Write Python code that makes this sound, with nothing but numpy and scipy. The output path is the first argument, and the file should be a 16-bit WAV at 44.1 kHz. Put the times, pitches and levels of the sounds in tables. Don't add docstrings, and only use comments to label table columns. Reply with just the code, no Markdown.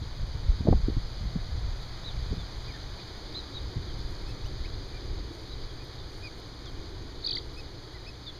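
import sys
import numpy as np
from scipy import signal
from scipy.fft import rfft, irfft, next_fast_len
from scipy.io import wavfile
from scipy.ndimage import map_coordinates

SR = 44100
rng = np.random.default_rng(int(sys.argv[2]) if len(sys.argv) > 2 else 0)


def unload_audio(sound):
    columns = np.transpose(np.atleast_2d(sound))
    steps = np.round(np.clip(columns, -1, 1) * 32767)
    wavfile.write(sys.argv[1], SR, steps.astype(np.int16))


N = 369999
TIME = np.arange(N) / SR


def from_db(db):
    return 10 ** (np.asarray(db) / 20)


def in_time(curve):
    return np.interp(TIME, *np.transpose(curve))


def coloured(x, spectrum):
    hz, db = np.transpose(spectrum)
    size = next_fast_len(N)
    bins = np.maximum(np.fft.rfftfreq(size, 1 / SR), 1)
    gain = from_db(np.interp(np.log(bins), np.log(hz), db))
    shaped = irfft(rfft(x, size) * gain, size)[:N]
    return shaped / np.sqrt(np.mean(shaped ** 2) + 1e-20)


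def noise(spectrum):
    return coloured(rng.standard_normal(N), spectrum)


def drift(rate, size=N):
    steps = np.arange(size) / SR * rate
    return map_coordinates(rng.standard_normal(4096), [steps], order=3, mode="wrap")


def add(out, s, sound):
    start = max(round(s * SR), 0)
    out[start:start + len(sound)] += sound[:N - start]


def phase_of(hz):
    return 2 * np.pi * np.cumsum(hz) / SR


# (time [s], relative level [dB])
BREEZE_LEVEL = [(0.0, -39.5), (0.3, -37), (0.72, -32), (1.1, -40), (1.56, -35.5), (1.96, -42.5),
                (2.22, -35), (2.73, -46), (3.48, -46), (3.67, -40.5), (4.28, -38.5), (6.49, -47),
                (6.82, -41.5), (8.39, -51.5)]
# (frequency [Hz], relative density [dB])
BREEZE_SPECTRUM = [(10, -6), (22, 3.5), (55, -2), (110, -6.5), (175, -19.5), (250, -31), (500, -32),
                   (1500, -84)]


def breeze(gain_db=3.0, lumpy_db=1.5):
    return from_db(in_time(BREEZE_LEVEL) + gain_db + lumpy_db * drift(22)) * noise(BREEZE_SPECTRUM)


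# (time [s], relative level [dB])
AIR_LEVEL = [(0.0, -56.5), (2.29, -54.5), (8.39, -58.5)]
# (frequency [Hz], relative density [dB])
AIR_SPECTRUM = [(20, 14.5), (120, 13), (220, 8), (600, 5), (1000, 3.5), (2200, -0.94), (5000, -8),
                (6500, -5.5), (7300, -14), (8400, -20), (10200, -21), (12000, -26), (15200, -29)]


def open_air(gain_db=8.5):
    return from_db(in_time(AIR_LEVEL) + gain_db) * noise(AIR_SPECTRUM)


# (time [s], level [dB])
INSECT_LEVEL = [(0.0, -51.5), (2.99, -49), (6.75, -52), (8.39, -53)]
# (frequency [Hz], relative density [dB])
INSECT_SPECTRUM = [(1500, -67), (2600, -26), (3200, -6.5), (3800, -2), (4400, 0), (4930, 0), (5060, -6),
                   (7000, -48)]


def insects(shimmer_db=1.05):
    return from_db(in_time(INSECT_LEVEL) + shimmer_db * drift(60)) * noise(INSECT_SPECTRUM)


# (time when nearest [s], time to fade by 3 dB [s], relative level [dB])
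VEHICLES = [(3.8, 0.54, -51.5), (5.15, 0.33, -50), (7.1, 0.7, -51.5)]
# (frequency [Hz], relative density [dB])
TRAFFIC_SPECTRUM = [(60, -52), (150, -22), (225, -14.5), (280, 3.5), (355, 3.5), (450, -1), (560, -12.5),
                    (900, -25), (3000, -82)]


def traffic(gain_db=1.5):
    power = sum(from_db(db) ** 2 / (1 + ((TIME - s) / fade) ** 2) for s, fade, db in VEHICLES)
    return from_db(gain_db) * np.sqrt(power) * noise(TRAFFIC_SPECTRUM)


# (frequency [Hz], level [dB])
MOTOR_PARTIALS = [(60, -55.5), (120, -53.5)]


def motor():
    return sum(np.sqrt(2) * from_db(db) * np.sin(2 * np.pi * hz * TIME + 0.94 * drift(3))
               for hz, db in MOTOR_PARTIALS)


def cricket(hz=4440, db=-63.5, swell_db=0.5, waver_hz=45):
    level = from_db(db - swell_db * drift(2.66))
    return np.sqrt(2) * level * np.sin(phase_of(hz + waver_hz * drift(120)))


# (time [s], settling time [s], relative level [dB])
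KICKS = [(4.11, .06, -68), (4.29, .05, -67), (4.47, .05, -67), (5.33, 0.089, -67), (5.85, .1, -70),
         (6.14, .13, -65.5), (6.38, .06, -68), (7.25, .04, -72), (7.35, .04, -67), (7.57, .06, -67)]
# (frequency [Hz], relative density [dB])
GRIT_SPECTRUM = [(1500, -18), (3500, 4), (6500, 8), (8500, 3), (12000, 0), (15000, -15)]


def falling_grit(grains_per_s=1000, attack_s=.025, trickle_db=-76, gain_db=3.0):
    falls = rng.random(N) < grains_per_s * from_db(3 * drift(40)) / SR
    sizes = from_db(3.8 * np.minimum(rng.exponential(1, N), 4)) * rng.choice([-1, 1], N)
    bursts = (from_db(db) * np.exp(-np.maximum((s - TIME) / attack_s, (TIME - s) / settling))
              for s, settling, db in KICKS)
    spray = np.sqrt(from_db(trickle_db) ** 2 + sum(burst ** 2 for burst in bursts))
    return from_db(gain_db) * spray * coloured(falls * sizes, GRIT_SPECTRUM)


# (time [s], length [s], level [dB], cutoff [Hz])
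EDDIES = [(0.019, 0.02, -34, 242), (0.353, 0.0078, -29, 168), (0.49, 0.016, -14.5, 72.4),
          (0.609, 0.012, -24.5, 225), (0.656, 0.011, -28, 330), (0.673, 0.0093, -24.5, 600),
          (0.688, 0.014, -16, 455), (.713, 0.012, -14, 175), (0.7295, 0.006, -18, 720),
          (0.747, .019, -18.5, 159), (0.826, 0.03, -22.5, 56), (.886, 0.003, -18, 252),
          (.9, 0.0044, -27.5, 380), (0.973, 0.0091, -19.5, 147), (1.241, .06, -30, 149),
          (1.362, 0.013, -24, 228), (1.58, 0.21, -31, 80), (2.315, 0.011, -23.5, 122),
          (2.329, 0.013, -29, 360), (2.375, 0.014, -27.5, 193), (3.769, 0.022, -29.5, 171),
          (4.617, 0.029, -33, 72), (5.113, 0.1, -32.5, 103)]


def eddies(spike_db=-6.0, rise_ratio=0.56):
    out = np.zeros(N)
    t = np.arange(-SR // 4, SR // 4) / SR
    for s, length, db, top_hz in EDDIES:
        width_s = length * np.where(t < 0, rise_ratio, 1)
        wake = rng.standard_normal(len(t)) * np.exp(-(t / width_s) ** 2)
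        puff = wake / np.linalg.norm(wake) + from_db(spike_db) * (t == 0)
        puff = signal.sosfilt(signal.butter(3, top_hz, fs=SR, output="sos"), puff)
        puff = signal.sosfilt(signal.butter(1, [25, top_hz * 0.72], "band", fs=SR, output="sos"), puff)
        puff *= from_db(db) * np.sqrt(length * SR / np.sum(puff ** 2))
        start = s + t[0] - .5 / top_hz
        add(out, start, puff[max(round(-start * SR), 0):])
    return out


# (time [s], peak level [dB], ring frequency [Hz])
SHARP_TICKS = [(.268, -56, 10000), (3.987, -55, 10000), (4.105, -56, 12500), (4.464, -57, 12500),
               (4.883, -57, 11000), (5.847, -53, 12000), (6.398, -56, 13000), (6.658, -37, 5500),
               (7.371, -39, 5500), (7.533, -57, 12000)]


def sharp_ticks(q=3.9, decay_s=0.0016):
    out = np.zeros(N)
    t = np.arange(SR // 30) / SR
    for s, db, hz in SHARP_TICKS:
        b, a = signal.iirpeak(hz, q, fs=SR)
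        crack = rng.standard_normal(len(t)) * np.exp(-t / decay_s)
        ring = signal.lfilter(b, a, signal.lfilter(b, a, crack))
        add(out, s, from_db(db) * ring / np.abs(ring).max())
    return out


def syrinx_note(length, pitch_hz, glide_hz, arch_hz, edge, waver=.011, rough_db=2.0):
    u = np.linspace(0, 1, int(length * SR))
    droop = np.abs(2 * u - 1) ** 2.86
    hz = (pitch_hz + glide_hz * (u - .5) - arch_hz * droop) * (1 + waver * drift(256, len(u)))
    swell = np.sqrt(2) * np.abs(np.sin(np.pi * u)) ** edge
    flutter = from_db(rough_db * drift(237, len(u)))
    return hz, swell * flutter


# (time [s], length [s], pitch [Hz], glide [Hz], arch [Hz],
# relative level [dB], second voice's starting offset [Hz], 0 for none)
CHIRPS = [(2.04, 0.074, 3880, -650, 496, -43, -300), (2.38, .052, 3570, -280, 260, -50, 0),
          (3.341, .069, 4115, 98, 602, -40, -300), (3.541, 0.05, 3890, -120, 398, -43.5, 0),
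          (3.86, .066, 3300, -600, 0, -61, -0.5), (5.497, 0.059, 3980, -220, 450, -52.5, -3),
          (5.67, .065, 3300, -160, -2, -58.5, 0), (5.968, .075, 3650, -570, 60, -56.5, 0),
          (6.64, 0.061, 3420, -870, -220, -55, 2), (8.261, 0.048, 3550, -470, 0, -43, 1203)]


def small_bird(second_voice_db=-7.0, closing=0.77, gain_db=1.5):
    out = np.zeros(N)
    for s, length, pitch_hz, glide_hz, arch_hz, db, apart_hz in CHIRPS:
        hz, swell = syrinx_note(length, pitch_hz, glide_hz, arch_hz, edge=.55)
        second_hz = hz + apart_hz * (1 - closing * np.linspace(0, 1, len(hz)))
        second = from_db(second_voice_db) * (apart_hz != 0) * np.sin(phase_of(second_hz))
        add(out, s, from_db(db + gain_db) * swell * (np.sin(phase_of(hz)) + second))
    return out


# (time [s], length [s], pitch [Hz], glide [Hz], relative level [dB])
PEEPS = [(2.675, 0.05, 2350, -460, -48.5), (2.73, 0.05, 1777, -250, -48.5), (2.988, .02, 2490, 49.5, -47),
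         (4.266, .059, 2620, 60, -49), (4.434, 0.041, 2820, 1100, -49), (4.643, 0.029, 2410, 700, -44),
         (4.931, 0.065, 2380, -110, -50), (5.79, .05, 2460, 140, -53), (6.222, .068, 2460, -180, -42),
         (6.755, .05, 2470, 100, -60), (7.262, 0.065, 2500, 0, -50), (7.369, 0.0059, 2090, -100, -31.5),
         (7.562, 0.048, 2550, 93, -43), (7.935, .053, 2015, -210, -52), (8.06, 0.046, 2570, 202, -43.5)]


def chicken_peeps(harmonics_db=(0, -3.0, -32, -28), gain_db=-3.5):
    out = np.zeros(N)
    for s, length, pitch_hz, glide_hz, db in PEEPS:
        hz, swell = syrinx_note(length, pitch_hz, glide_hz, arch_hz=199, edge=.6)
        tone = sum(gain * np.sin(k * phase_of(hz)) for k, gain in enumerate(from_db(harmonics_db), 1))
        add(out, s, from_db(db + gain_db) * swell * tone)
    return out


def chicken_trill(start_s=7.219, length_s=.19, fade_s=.045, db=-30, trough_db=-12.0, rough_db=2.5):
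    t = np.arange(0, length_s, 1 / SR)
    warble = phase_of(47.4 - 27 * t) + 2 * np.pi * .18
    dip = (1 + np.cos(warble)) / 2 - 0.1 * np.sin(warble) ** 2
    top_hz = 4650 - 620 * t + 120 * drift(46.3, len(t))
    depth_hz = 1600 * (1 - np.exp(-t / .028))
    hz = top_hz - depth_hz * dip + 45 * drift(520, len(t))
    envelope = np.clip(np.minimum(t, length_s - t) / fade_s, 0, 1)
    level = from_db(db + trough_db * dip ** 2 + rough_db * drift(304, len(t)))
    out = np.zeros(N)
    add(out, start_s, np.sqrt(2) * envelope * level * np.sin(phase_of(hz)))
    return out


def among_trees(x, wet_db, t60_s):
    t = np.arange(SR // 2) / SR
    tail = rng.standard_normal(len(t)) * from_db(-60 * t / t60_s)
    return x + from_db(wet_db) * signal.fftconvolve(x, tail / np.linalg.norm(tail))[:N]


def scene():
    chickens = among_trees(chicken_peeps() + chicken_trill(), wet_db=-25.0, t60_s=.15)
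    bird = among_trees(small_bird(), wet_db=-13.0, t60_s=0.18)
    clicks = falling_grit() + sharp_ticks()
    wind = breeze() + eddies()
    garden = open_air() + insects() + traffic() + motor() + cricket()
    return (wind + garden + clicks + bird + chickens)[None]


# (frequency [Hz], width [Hz])
CAMERA_NOTCHES = [(2705, 420), (5500, 600), (7870, 1300), (10950, 750)]


def record(dry):
    for hz, width_hz in CAMERA_NOTCHES:
        dry = signal.lfilter(*signal.iirnotch(hz, hz / width_hz, fs=SR), dry)
    return signal.sosfilt(signal.ellip(12, .1, 90, 15200, fs=SR, output="sos"), dry)


dry = scene()
out = record(dry)
unload_audio(out)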